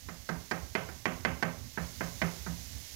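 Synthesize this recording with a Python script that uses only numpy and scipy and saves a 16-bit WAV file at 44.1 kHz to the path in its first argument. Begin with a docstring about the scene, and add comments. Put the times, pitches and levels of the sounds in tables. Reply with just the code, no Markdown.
"""Spoon knocking on a pan of sizzling onion

A wooden spoon knocks on a heavy non-stick pan of chopped onion, moving round the rim, in a small kitchen.
Knocks: chattering touches excite decaying sines; decaying noise is their reverberation.
Sizzle: random clicks plus hiss, coloured. Rumble: coloured low noise plus a deep hum.
The left microphone is muffled: far quieter and duller.
"""
import sys
import numpy as np
from scipy import signal
from scipy.fft import rfft, irfft
from scipy.io import wavfile

SR = 44100
rng = np.random.default_rng(int(sys.argv[2]) if len(sys.argv) > 2 else 0)


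def elevation(decibels):
    """Turn decibel levels (scalar or array-like) into linear amplitude ratios."""
    levels = np.asarray(decibels, float)
    return 10 ** (levels / 20)


def wav_record(signal):
    """Record a signal, one row per channel, as 16-bit PCM in the file named by sys.argv[1]."""
    frames = np.transpose(np.atleast_2d(signal))
    bounded = np.clip(frames, -1, 1)
    # unit amplitude maps onto the largest positive 16-bit level
    quanta = np.round(bounded * 32767).astype(np.int16)
    wavfile.write(sys.argv[1], SR, quanta)


N = 130095   # samples


def rms_one(x):
    """Scale to rms 1."""
    return x / np.sqrt(np.mean(x ** 2) + 1e-20)


def in_time(rows):
    """Read a (time_s, value) table at every sample."""
    time_s, value = np.transpose(rows)
    return np.interp(np.arange(N) / SR, time_s, value)


def at_hz(points, hz):
    """Read a (freq_hz, value) table on a log-frequency axis."""
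    freq_hz, value = np.transpose(points)
    return np.interp(np.log(hz), np.log(freq_hz), value)


def drift(rate_hz):
    """Slow random curve of rms 1: noise through a two-pole low-pass, computed every 40 samples."""
    pole = np.exp(-80 * np.pi * rate_hz / SR)
    noise = rng.standard_normal(N // 40 + 2002)
    slow = signal.lfilter([1], [1, -2 * pole, pole * pole], noise)[2000:]   # drop the run-in
    return np.interp(np.arange(N) / 40, np.arange(len(slow)), rms_one(slow))


def steady(source, spectrum, patchy_db):
    """Colour a source; the left gets a muffled, partly alike copy. Right has rms 1 before level drift."""
    # muffling of the left microphone: freq_hz, gain_db
    left_loss = [(25, -19), (60, -28), (270, -27), (450, -20), (1200, -22), (2000, -27), (3300, -31),
                 (5500, -43), (8300, -48), (9200, -25), (10500, -14), (11500, -15), (12000, -42),
                 (13500, -35), (16000, -33)]
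    # likeness of left to right: freq_hz, correlation (0-1)
    likeness = [(30, 0.34), (70, 0.23), (150, 0.68), (500, 0.16), (2000, 0.09), (8000, 0.022)]
    cutoff_hz = 15850
    hz = np.maximum(np.arange(N // 2 + 1) * SR / N, 1)
    shape = elevation(at_hz(spectrum, hz)) * (hz < cutoff_hz)
    right = rfft(source)
    other = rfft(rng.standard_normal(N))
    alike = np.clip(at_hz(likeness, hz), 0, 1)
    left = (alike * right + np.sqrt(1 - alike ** 2) * other) * elevation(at_hz(left_loss, hz))
    both = irfft(np.array([left, right]) * shape, N)
    return both / both[1].std() * elevation(patchy_db * drift(rate_hz=5.3))


def sizzle():
    """Dense tiny bursts of steam in the fat: random clicks on a smooth hiss."""
    # right-side level before output gain: time_s, level_db
    sizzle_level = [(0, -57), (.8, -56.5), (1.6, -57), (2.0, -52), (2.5, -52.5), (2.95, -52)]
    # relative spectrum: freq_hz, density_db_per_hz
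    sizzle_spectrum = [(760, -11), (1300, -15.5), (1590, -10), (1780, -7.5), (1980, -7), (2130, -3.5),
                       (2320, -9.5), (2470, -8), (6420, -1), (8430, -12.5), (10200, -9.5), (14900, -8.5),
                       (16000, -18)]
    crackles_per_s, spread_db = 5100, 2
    crackle_share = 0.45   # of power
    size_db = spread_db * np.minimum(rng.exponential(1, N), 5)
    sizes = elevation(size_db) * rng.choice([-1, 1], N)
    crackle = rms_one(sizes * (rng.random(N) < crackles_per_s / SR))
    hiss = rng.standard_normal(N)
    source = np.sqrt(crackle_share) * crackle + np.sqrt(1 - crackle_share) * hiss
    return elevation(in_time(sizzle_level)) * steady(source, sizzle_spectrum, patchy_db=.2)


def rumble():
    """Flame and house: coloured low noise of uneven level, with a faint deep sine hum."""
    # right-side level before output gain: time_s, level_db
    rumble_level = [(0, -56.5), (.7, -55), (1.5, -52.5), (1.95, -48.5), (2.4, -53.5), (2.95, -50.5)]
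    # relative spectrum: freq_hz, density_db_per_hz
    rumble_spectrum = [(30, -62), (42, -33), (54, -14), (64, -1.5), (76, -1), (92, -8), (124, -12),
                       (160, -22), (250, -21.5), (394, -38), (650, -36), (1100, -42.5), (1600, -54),
                       (2200, -59), (3300, -120)]
    hum_hz, hum_rms_db, hum_left_db = 28.8, -70, -31   # left relative to right
    phase = 2 * np.pi * hum_hz * np.arange(N) / SR + rng.uniform(0, 2 * np.pi)
    hum = elevation(hum_rms_db) * np.sqrt(2) * np.sin(phase)
    noise = steady(rng.standard_normal(N), rumble_spectrum, patchy_db=3.5)
    return elevation(in_time(rumble_level)) * noise + hum * elevation([[hum_left_db], [0]])


def ring(clicks, hz, t60_s):
    """Two-pole resonator: a unit click starts a decaying sine of height 1."""
    r = elevation(-60 / (t60_s * SR))
    w = 2 * np.pi * hz / SR
    return signal.lfilter([0, np.sin(w)], [1, -2 * r * np.cos(w), r * r], clicks + 1e-18)


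def spoon_touches(chatter_db, span):
    """Contact clicks of one knock: a first touch, then eleven weakening ones of random sign."""
    count, chatter_s, delay_s = 11, .011, .0008
    loss_db, spread_db = .6, 1.5   # per touch
    later_s = (np.arange(count) + rng.random(count)) / count * chatter_s + delay_s
    fall_db = loss_db * np.arange(count)
    later_db = min(chatter_db, -2) - fall_db + rng.normal(0, spread_db, count)
    when_s = np.r_[0, later_s]
    size = -elevation(np.r_[0, later_db]) * np.r_[1, rng.choice([-1, 1], count)]
    touches = np.zeros(span)
    np.add.at(touches, (when_s * SR).astype(int), size)
    return touches


def knocks():
    """Touches excite wooden clack, edge tick and pan modes; close low modes swell, then choke each other.
    Returns the upper part, the low ring and the broad pulse that fills the room."""
    # knocks: start_s, clack_db, clack_pitch_hz, low_ring_db, chatter_db (capped at -2); before output gain
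    knock_rows = [(0.087, -35, 1570, -48.5, -1.5), (0.290, -26.5, 1530, -38.5, 0.5),
                  (0.512, -23, 1670, -44, -0.5), (0.752, -17.5, 2140, -58, -7),
                  (0.889, -36, 1700, -55.5, -3.5), (1.056, -16, 1980, -49, -8),
                  (1.250, -15, 2010, -43.5, -9.5), (1.426, -20, 1780, -38, -2),
                  (1.775, -27, 1710, -39.5, 3.5), (2.008, -24.5, 1710, -41, -3),
                  (2.217, -21.5, 1930, -33, -2), (2.464, -34, 1400, -39, -0.5)]
    # low modes of pan and hob: freq_hz, mean_level_db, t60_s, signed_gain
    pan_low = [(160.3, 9, 0.29, 0.49), (170.1, 0, 0.35, -1.38), (190, 6, 0.1, 0.68),
               (244.2, -15.5, 0.47, 0.74), (250.8, -12.5, 0.75, -0.97), (318.7, -6.5, 0.51, 0.14)]
    # upper pan modes: mean_freq_hz, mean_level_db (against the clack), t60_s
    pan_high = [(421, -15, .05), (584, -15, .045), (668, -14, .045), (760, -16, .04), (958, -12, .04),
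                (1040, -13, .04), (1160, -12, .04), (1330, -12, .03), (1575, -8, .035), (1795, -7, .03),
                (2008, -8, .03), (2290, -10, .028), (2650, -16, .025), (2950, -17, .025), (4300, -16, .02)]
    # path round the rim: time_s, edge_tick_db, low_ring_share_above_190_hz_db
    rim_path = [(0, -9.5, 2), (.5, -6.5, -1), (.75, -12, -2), (1.1, -12.5, 19), (1.43, -9.5, 2),
                (1.75, -50, 1.5), (2.2, -11, -9.5), (2.5, -25, -3)]
    clack_cycles, clack_db = 14.0, 7.0   # cycles per t60; level against the modes
    tick_mean_hz, tick_t60_s = 4800, .0014
    soft_above = 1.4   # contact low-pass corner over clack pitch
    out = np.zeros((3, N + SR))
    span = SR // 2
    first = np.zeros(span)
    first[0] = 1
    rim_s, rim_tick_db, rim_upper_db = np.transpose(rim_path)
    for start_s, db, clack_hz, low_db, chatter_db in knock_rows:
        touches = spoon_touches(chatter_db, span)
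        corner_hz = soft_above * clack_hz
        soft = signal.butter(4, corner_hz, fs=SR, output="sos")

        high = elevation(clack_db) * ring(touches, clack_hz, clack_cycles / clack_hz)
        for hz, level_db, t60_s in pan_high:
            gain = elevation(level_db + rng.normal(0, 2.1))
            high = high + gain * ring(touches, hz * rng.normal(1, .015), t60_s)
        high = signal.sosfilt(soft, high)
        # energy ten times that of the touches
        high = high / np.sqrt(np.sum(high ** 2) / np.sum(touches ** 2) / 10)
        tick = ring(touches, tick_mean_hz * rng.normal(1, 0.033), tick_t60_s)
        high = high + elevation(np.interp(start_s, rim_s, rim_tick_db)) * tick

        upper_db = np.interp(start_s, rim_s, rim_upper_db)
        low = np.zeros(span)
        for hz, level_db, t60_s, sign in pan_low:
            gain = sign * elevation(level_db + upper_db * (hz > 190) + rng.normal(0, 1.0))
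            low = low + gain * ring(first, hz, t60_s)

        # pulse energy close to that of the upper part
        pulse = signal.sosfilt(soft, first) * np.sqrt(np.sum(high ** 2) * SR / (2 * corner_hz))
        start = int(start_s * SR)
        out[:, start:start + span] += [elevation(db) * high, elevation(low_db) * low, elevation(db) * pulse]
    return signal.sosfilt(signal.butter(2, 130, "high", fs=SR, output="sos"), out[:, :N])


def kitchen(x):
    """Reverberation: noise that builds up fast and dies band by band, independent for two outputs."""
    # decay: freq_hz, t60_s (floored at .05 when read)
    room_t60 = [(300, 0.39), (700, 0.45), (1800, 0.4), (3000, 0.41), (6000, -2.8)]
    # relative band level: freq_hz, level_db
    room_colour = [(200, 6), (350, 1), (700, -3), (1200, -5), (1800, -6.5), (2500, -18), (3200, 2.5),
                   (6000, -21)]
    room_db, build_s = -8.5, .003
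    t = np.arange(SR // 2) / SR
    edges_hz = 100 * 2 ** np.arange(0, 7, .5)
    white = rng.standard_normal((2, 2, len(t)))   # neighbouring bands alternate between two noises
    tail = 0
    for k, (low_hz, high_hz) in enumerate(zip(edges_hz, edges_hz[1:])):
        hz = np.sqrt(low_hz * high_hz)
        band_pass = signal.butter(2, [low_hz, high_hz], "band", fs=SR, output="sos")
        band = signal.sosfilt(band_pass, white[k % 2])
        t60_s = max(at_hz(room_t60, hz), .05)
        tail = tail + band * elevation(at_hz(room_colour, hz) - 60 * t / t60_s)
    tail = tail * (1 - np.exp(-(t / build_s) ** 2))
    tail = tail / np.sqrt(np.sum(tail ** 2, axis=1, keepdims=True))
    return elevation(room_db) * signal.fftconvolve(x[None], tail, axes=1)[:, :N]


def scene():
    """Knocks with their room, dulled on the left, over sizzle and rumble."""
    left_knock_db, left_low_db, left_room_db = -24.5, -26.0, -25.0
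    left_lag_s, left_cut_hz = .00001, 3000
    room_likeness = .45   # left to right, before muffling
    ringing_share = 0.37   # of the upper part in what fills the room
    output_gain_db = 7.5
    high, low, pulse = knocks()
    other, room = kitchen(pulse + ringing_share * high)
    left_room = room_likeness * room + np.sqrt(1 - room_likeness ** 2) * other
    left = elevation(left_knock_db) * high + elevation(left_low_db) * low + elevation(left_room_db) * left_room
    late = np.interp(np.arange(N) - left_lag_s * SR, np.arange(N), left)
    muffled = signal.sosfilt(signal.butter(4, left_cut_hz, fs=SR, output="sos"), late)
    knocking = np.array([muffled, high + low + room])
    return elevation(output_gain_db) * (knocking + sizzle() + rumble())


def band_limit(x):
    """A steep low-pass at the top of the band."""
    return signal.sosfilt(signal.butter(12, 16600, fs=SR, output="sos"), x)


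def record(dry):
    """Deliver the finished mix."""
    return band_limit(dry)


dry = scene()
out = record(dry)
wav_record(out)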